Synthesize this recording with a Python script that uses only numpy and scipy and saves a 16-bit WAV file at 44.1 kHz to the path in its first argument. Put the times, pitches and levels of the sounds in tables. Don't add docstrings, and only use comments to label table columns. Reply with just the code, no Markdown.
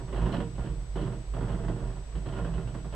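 import sys
import numpy as np
from scipy import signal
from scipy.fft import rfft, irfft
from scipy.io import wavfile
from scipy.ndimage import uniform_filter1d

SR = 44100
rng = np.random.default_rng(int(sys.argv[2]) if len(sys.argv) > 2 else 0)


def master_out(mix):
    frames = np.transpose(np.atleast_2d(mix))
    ceiling = np.clip(frames, -1, 1)
    pcm = np.round(ceiling * 32767).astype(np.int16)
    wavfile.write(sys.argv[1], SR, pcm)


N = 130095
TIME = np.arange(N) / SR


def amp(db):
    return 10 ** (np.asarray(db) / 20)


def evened(x):
    return x / np.sqrt(np.mean(x ** 2) + 1e-20)


def read(points, hz):
    point_hz, value = np.transpose(points)
    return np.interp(np.log(hz + 1), np.log(point_hz + 1), value)


def filtered(x, gain):
    return irfft(rfft(x) * gain(np.fft.rfftfreq(N, 1 / SR)), N)


def convolved(x, impulse_response):
    unit = impulse_response / np.linalg.norm(impulse_response)
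    return signal.oaconvolve(x, unit[None], axes=1)[:, :N]


def ring(x, modes):
    t = np.arange(SR // 4) / SR
    response = np.zeros(len(t))
    for k, (hz, width_hz, db) in enumerate(modes):
        decay = np.exp(-np.pi * width_hz * t)
        strength = (-1) ** k * amp(db) * np.sqrt(width_hz)
        response += strength * decay * np.sin(2 * np.pi * hz * t)
    return convolved(x, response)


STEADIED = 0.33


def steadied(x):
    local_power = uniform_filter1d(x[0] ** 2, size=2400)
    return evened(x / (local_power + 1e-9) ** STEADIED)


VALLEY_HZ = 98


def above_valley(x):
    return filtered(x, lambda f: f ** 6 / (f ** 6 + VALLEY_HZ ** 6))


def noise(shape, db):
    coloured = filtered(rng.standard_normal((2, N)), lambda f: amp(read(shape, f)))
    return amp(db) * evened(coloured)


# frequency in Hz, relative density in dB per Hz.
HISS = [(200, 8), (2000, -2), (5000, -5.5), (8000, -10), (10000, -18.5), (11500, -32), (13000, -52)]
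HISS_DB = -57


def hiss():
    return noise(HISS, HISS_DB) * amp([[0], [1]])


# level in dB, for the left channel, then the right.
WHINE_DB = [
    [-59],
    [-90],
]
WHINE_HZ, UPPER_TONE_DB = 7867.13, -38
FLIPS_PER_S, FIRST_FLIP_S, FLIP_S = 29.97, .0015, .0006


def whine():
    flip_count = np.floor((TIME - FIRST_FLIP_S) * FLIPS_PER_S)
    sign = uniform_filter1d((-1) ** flip_count, size=round(FLIP_S * SR))
    phase = 2 * np.pi * WHINE_HZ * TIME
    upper_tone = amp(UPPER_TONE_DB) * np.sin(phase * 3 / 2)
    return amp(WHINE_DB) * np.sqrt(2) * (sign * np.sin(phase) + upper_tone)


# frequency in Hz, relative density in dB per Hz.
FLOOR = [(15, -3.5), (24, 4.5), (33, -7.5), (42, 5), (62, -1.5), (85, -4), (200, -28), (470, -20.5),
         (750, -23), (1500, -38), (3000, -42), (9000, -56)]
FLOOR_DB = -45


def cabin_floor():
    return noise(FLOOR, FLOOR_DB)


# time in seconds, level in dB, pitch in Hz.
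HUM = [(0.0, -39, 47.7), (0.06, -41, 48.8), (0.11, -36, 51), (0.252, -27, 50), (0.32, -42.5, 52.6),
       (0.43, -32, 50), (0.48, -47, 50.8), (0.61, -30.5, 50.7), (0.66, -53, 51.7), (0.711, -27, 50.6),
       (0.74, -38.5, 50.3), (0.79, -29, 47.64), (0.84, -35.5, 49.1), (0.87, -49, 49.8), (0.9, -33.5, 48.9),
       (1.09, -37.5, 48.2), (1.12, -42.5, 47.7), (1.4, -33, 49.25), (1.49, -40, 49.4), (1.55, -30.5, 48.5),
       (1.61, -43, 44.55), (1.64, -34.5, 44.8), (1.76, -33.5, 45.6), (1.78, -41, 45.04),
       (1.852, -27, 46.08), (1.95, -45, 42.86), (2.0, -34, 48), (2.031, -31.5, 50.1), (2.06, -49.5, 54.25),
       (2.091, -30, 53.4), (2.12, -47, 54.4), (2.16, -31.5, 52), (2.2, -38.5, 51), (2.26, -35.5, 50),
       (2.3, -40, 49.9), (2.46, -31, 50.03), (2.5, -39, 50.8), (2.54, -30.5, 50.5), (2.58, -29.5, 51.4),
       (2.62, -49, 51.4), (2.65, -35, 50.1), (2.75, -44, 48.74), (2.78, -39.5, 51.3), (2.95, -38.5, 52.4)]
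HUM_WANDER_HZ, HUM_STEADY = 15.7, 0.79


def hull_hum():
    at, level_db, pitch_hz = np.transpose(HUM)
    in_phase, quadrature = (
        evened(filtered(rng.standard_normal(N), lambda f: 1 / (1 + (f / HUM_WANDER_HZ) ** 8)))
        for _ in range(2))
    wander = HUM_STEADY + (1 - HUM_STEADY) * (in_phase + 1j * quadrature)
    phase = 2 * np.pi * np.cumsum(np.interp(TIME, at, pitch_hz)) / SR
    tone = evened((wander * np.exp(1j * phase)).real)
    level = uniform_filter1d(amp(np.interp(TIME, at, level_db)), size=900)
    return level * tone


def boom(modes, at, level_db):
    ringing = ring(rng.standard_normal((2, N)), modes)
    ringing = ring(ringing, [(modes[1][0], 60, 0)])
    return amp(np.interp(TIME, at, level_db)) * steadied(above_valley(ringing))


# frequency in Hz, width in Hz, relative strength in dB.
BOOM = [(110.5, 13.3, -3), (126.4, 35, 1), (138, 16, -3.5)]
UPPER_BOOM = [(162.6, 5.7, 4.5), (170, 79, -4.5)]
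# time in seconds, lower boom level in dB, upper boom level in dB.
BOOM_LEVEL = [(0.0, -47, -56), (0.05, -33.5, -49), (0.08, -49, -51.5), (0.24, -30, -32), (0.29, -35, -44),
              (0.41, -41, -39.5), (0.62, -39, -48.5), (0.71, -36.5, -43.5), (0.93, -50, -60),
              (0.97, -39.5, -41.5), (1.04, -35.5, -37.5), (1.08, -33.5, -39.5), (1.31, -53.5, -57.5),
              (1.37, -35.5, -43), (1.54, -32.5, -36), (1.57, -39.5, -36.5), (1.73, -34.5, -40.5),
              (1.81, -38.5, -53), (1.89, -36.5, -44), (2.12, -54, -61), (2.18, -53, -35.5),
              (2.25, -40.5, -51), (2.29, -34, -57), (2.36, -37.5, -57), (2.41, -38, -35.5),
              (2.62, -41.5, -40.5), (2.65, -36.5, -61), (2.78, -40.5, -42.5), (2.81, -47, -47.5),
              (2.95, -40, -46.5)]


def hull_boom():
    at, lower_db, upper_db = np.transpose(BOOM_LEVEL)
    return boom(BOOM, at, lower_db) + boom(UPPER_BOOM, at, upper_db)


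# time in seconds, level in dB, bright rattle relative to the jolt in dB,
# thud relative to the jolt in dB, time of the main decay by 60 dB in seconds.
JOLTS = [(0.0, -33.5, -29, -2, 0.14), (0.079, -41, -20.5, -0.5, 1), (0.128, -31, -19.5, -3.5, 0.73),
         (0.163, -32.5, -18, -10, 0.39), (0.217, -28.5, -21, -2.5, 0.29), (0.259, -27.5, -20.5, 0.5, 0.29),
         (0.292, -31.5, -20, 3.5, 0.27), (0.322, -30.5, -14, -2, 0.22), (0.341, -23, -17.5, -5, 0.17),
         (0.368, -34, -17, 7.5, 0.3), (0.403, -27.5, -19.5, -6, 0.18), (0.426, -34, -29, 5, 0.077),
         (0.556, -47.5, -11, 5, 0.24), (0.581, -35, -23.5, -2.5, 0.48), (0.637, -35, -22, -2, 0.3),
         (0.658, -43, -12.5, 6.5, 0.36), (0.699, -51.5, -32, 1, 0.98), (0.799, -51, -35, -4, 0.25),
         (0.958, -30, -19, -1.5, 0.53), (1.013, -42, -7.5, 14, 0.34), (1.03, -45, -16, 5, 0.26),
         (1.06, -34, -24, -17, 0.31), (1.12, -37, -23, 3.5, 0.26), (1.17, -53, -34, 6, 1),
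         (1.337, -34, -20, -3.5, 0.32), (1.367, -34, -23, -6, 0.28), (1.408, -32.5, -25, 2.5, 0.48),
         (1.427, -38.5, -20, -4, 0.56), (1.483, -32, -21, -21, 0.53), (1.516, -33.5, -16.5, 1.5, 0.14),
         (1.545, -34.5, -40, 1, 0.24), (1.59, -37, -23, -4, 0.36), (1.637, -34.5, -22, -2, 0.32),
         (1.684, -26.5, -24, -1, 0.16), (1.719, -43, -17, 6.5, 0.41), (1.757, -37, -23, 0, 0.49),
         (1.803, -38, -27, -21, 0.26), (1.823, -40.5, -23, 3, 0.62), (1.874, -43.5, -15, -8, 0.21),
         (1.903, -39.5, -25, -17, 0.36), (1.957, -41, -22, -7, 0.22), (2.082, -50, -27, -13, 0.77),
         (2.118, -44.5, -24, -16, 0.45), (2.152, -38.5, -16, -1, 0.33), (2.198, -50.5, -22, 3, 0.86),
         (2.258, -35, -16, 0, 0.27), (2.288, -35, -18, -17, 0.2), (2.325, -35, -17.5, -1, 0.87),
         (2.367, -33.5, -19, 0, 0.25), (2.386, -32, -27, -18, 0.26), (2.447, -30.5, -22.5, -6.5, 0.31),
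         (2.539, -38.5, -15.5, -2.5, 0.48), (2.58, -33, -26, -2, 0.2), (2.621, -43, -24, 1, 0.27),
         (2.674, -35.5, -18, -3, 0.21), (2.744, -33, -26, -1, 0.23), (2.779, -44, -11, -13, 0.19),
         (2.846, -35, -28, -1.5, 0.18), (2.904, -44, -16, -10, 0.1), (2.926, -33, -19, -6, 0.45)]
# relative level in dB, for the panels, the bright part, the thud.
LINGER_DB = [
    [-23],
    [-26.5],
    [-11],
]
LINGER_T60_S = 0.62
CRACK_DB, CRACK_T60_S = -9, 0.0072
RISE_S, LEAD_S = 0.0037, 0.0034


def jolt_envelopes():
    power = np.zeros((3, N))
    for s, db, bright_db, thud_db, t60 in JOLTS:
        first = round(max(s - LEAD_S, 0) * SR)
        t = np.arange(N - first) / SR
        main = amp(-60 * t / max(t60, .02))
        crack = amp(CRACK_DB - 60 * t / CRACK_T60_S)
        linger = amp(LINGER_DB - 60 * t / LINGER_T60_S)
        envelope = np.minimum(t / RISE_S, 1) * amp(db) * (main + crack + linger)
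        power[:, first:] += (envelope * amp([[0], [bright_db], [thud_db]])) ** 2
    return np.sqrt(power)


CHATTER_PER_S, SPIKY_DB = 11000, 1.5


def chatter():
    struck = rng.random((2, N)) < CHATTER_PER_S / SR
    boost = amp(SPIKY_DB * np.minimum(rng.exponential(1, (2, N)), 5))
    return evened(struck * boost * rng.standard_normal((2, N)))


# frequency in Hz, relative density in dB per Hz.
CLATTER = [(150, 0.5), (250, 0), (700, -5), (1100, -8), (1900, -16.5), (2300, -29), (4500, -24),
           (8000, -48.5)]


def clatter(hits):
    grid = np.linspace(0, 1, 513)
    squared_gain = amp(2 * read(CLATTER, grid * SR / 2)) + 1e-9
    return convolved(hits, signal.minimum_phase(signal.firwin2(1023, grid, squared_gain)))


# frequency in Hz, width in Hz,
# relative strength in dB.
THUD = [(198.4, 22.3, 5.5), (258.2, 9.9, -3), (291, 27, -2), (320.7, 6.7, 0), (350.6, 24, -6),
        (381.4, 7, 0.5)]
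PANELS = [(392, 18, 4.5), (463.3, 6.1, 10.5), (579, 20, 3), (626.7, 13.3, 4.5), (666.5, 14, 4),
          (727, 23.7, 5.5), (956.3, 9.5, -2), (982, 5.3, -6.5), (1044, 38, -5), (1222, 28, -38),
          (1401.5, 15, -5), (1720, 160, -46.5), (1766, 6, -16)]
BRIGHT = [(2556, 13, 0.5), (2973, 210, 11.6), (3283, 114, 5.3), (4060, 670, 10.5), (4760, 4500, 1.7)]
THUD_DB, PANELS_DB, BRIGHT_DB, CLATTER_DB = -7, -10.5, -2.5, -8


def rattle():
    panel_env, bright_env, thud_env = jolt_envelopes()
    impacts = chatter()
    panel_hits = impacts * panel_env
    bright_hits = impacts * bright_env
    thud_env = uniform_filter1d(thud_env, size=600, origin=250)
    thud = steadied(ring(rng.standard_normal((2, N)), THUD)) * thud_env
    mix = amp(PANELS_DB) * ring(panel_hits, PANELS) + amp(BRIGHT_DB) * ring(bright_hits, BRIGHT)
    return mix + amp(THUD_DB) * thud + amp(CLATTER_DB) * clatter(panel_hits)


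# frequency in Hz, correlation from 0 to 1.
SAME = [(60, .995), (130, .99), (270, .98), (590, .96), (1260, .78), (2690, .5), (5770, .3), (12300, .3)]
# frequency in Hz, left gain minus right gain in dB.
PAN = [(60, -3.5), (130, -5), (270, -6), (590, -3.5), (1260, -5), (2690, -3), (5770, 6), (12300, 3)]


def likeness(hz):
    return np.clip(read(SAME, hz), 0, 1)


def scene():
    first, second = cabin_floor() + hull_hum() + hull_boom() + above_valley(rattle())
    shared = filtered(first, likeness)
    own = filtered(second, lambda f: np.sqrt(1 - likeness(f) ** 2))
    left = filtered(first, lambda f: amp(read(PAN, f) / 2))
    right = filtered(shared + own, lambda f: amp(-read(PAN, f) / 2))
    return np.array([left, right])


EDGE_HZ = 12650


def record(dry):
    low_pass = signal.firwin(511, EDGE_HZ, window=("kaiser", 9), fs=SR)
    return signal.oaconvolve(dry + hiss() + whine(), low_pass[None], "same")


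dry = scene()
out = record(dry)
master_out(out)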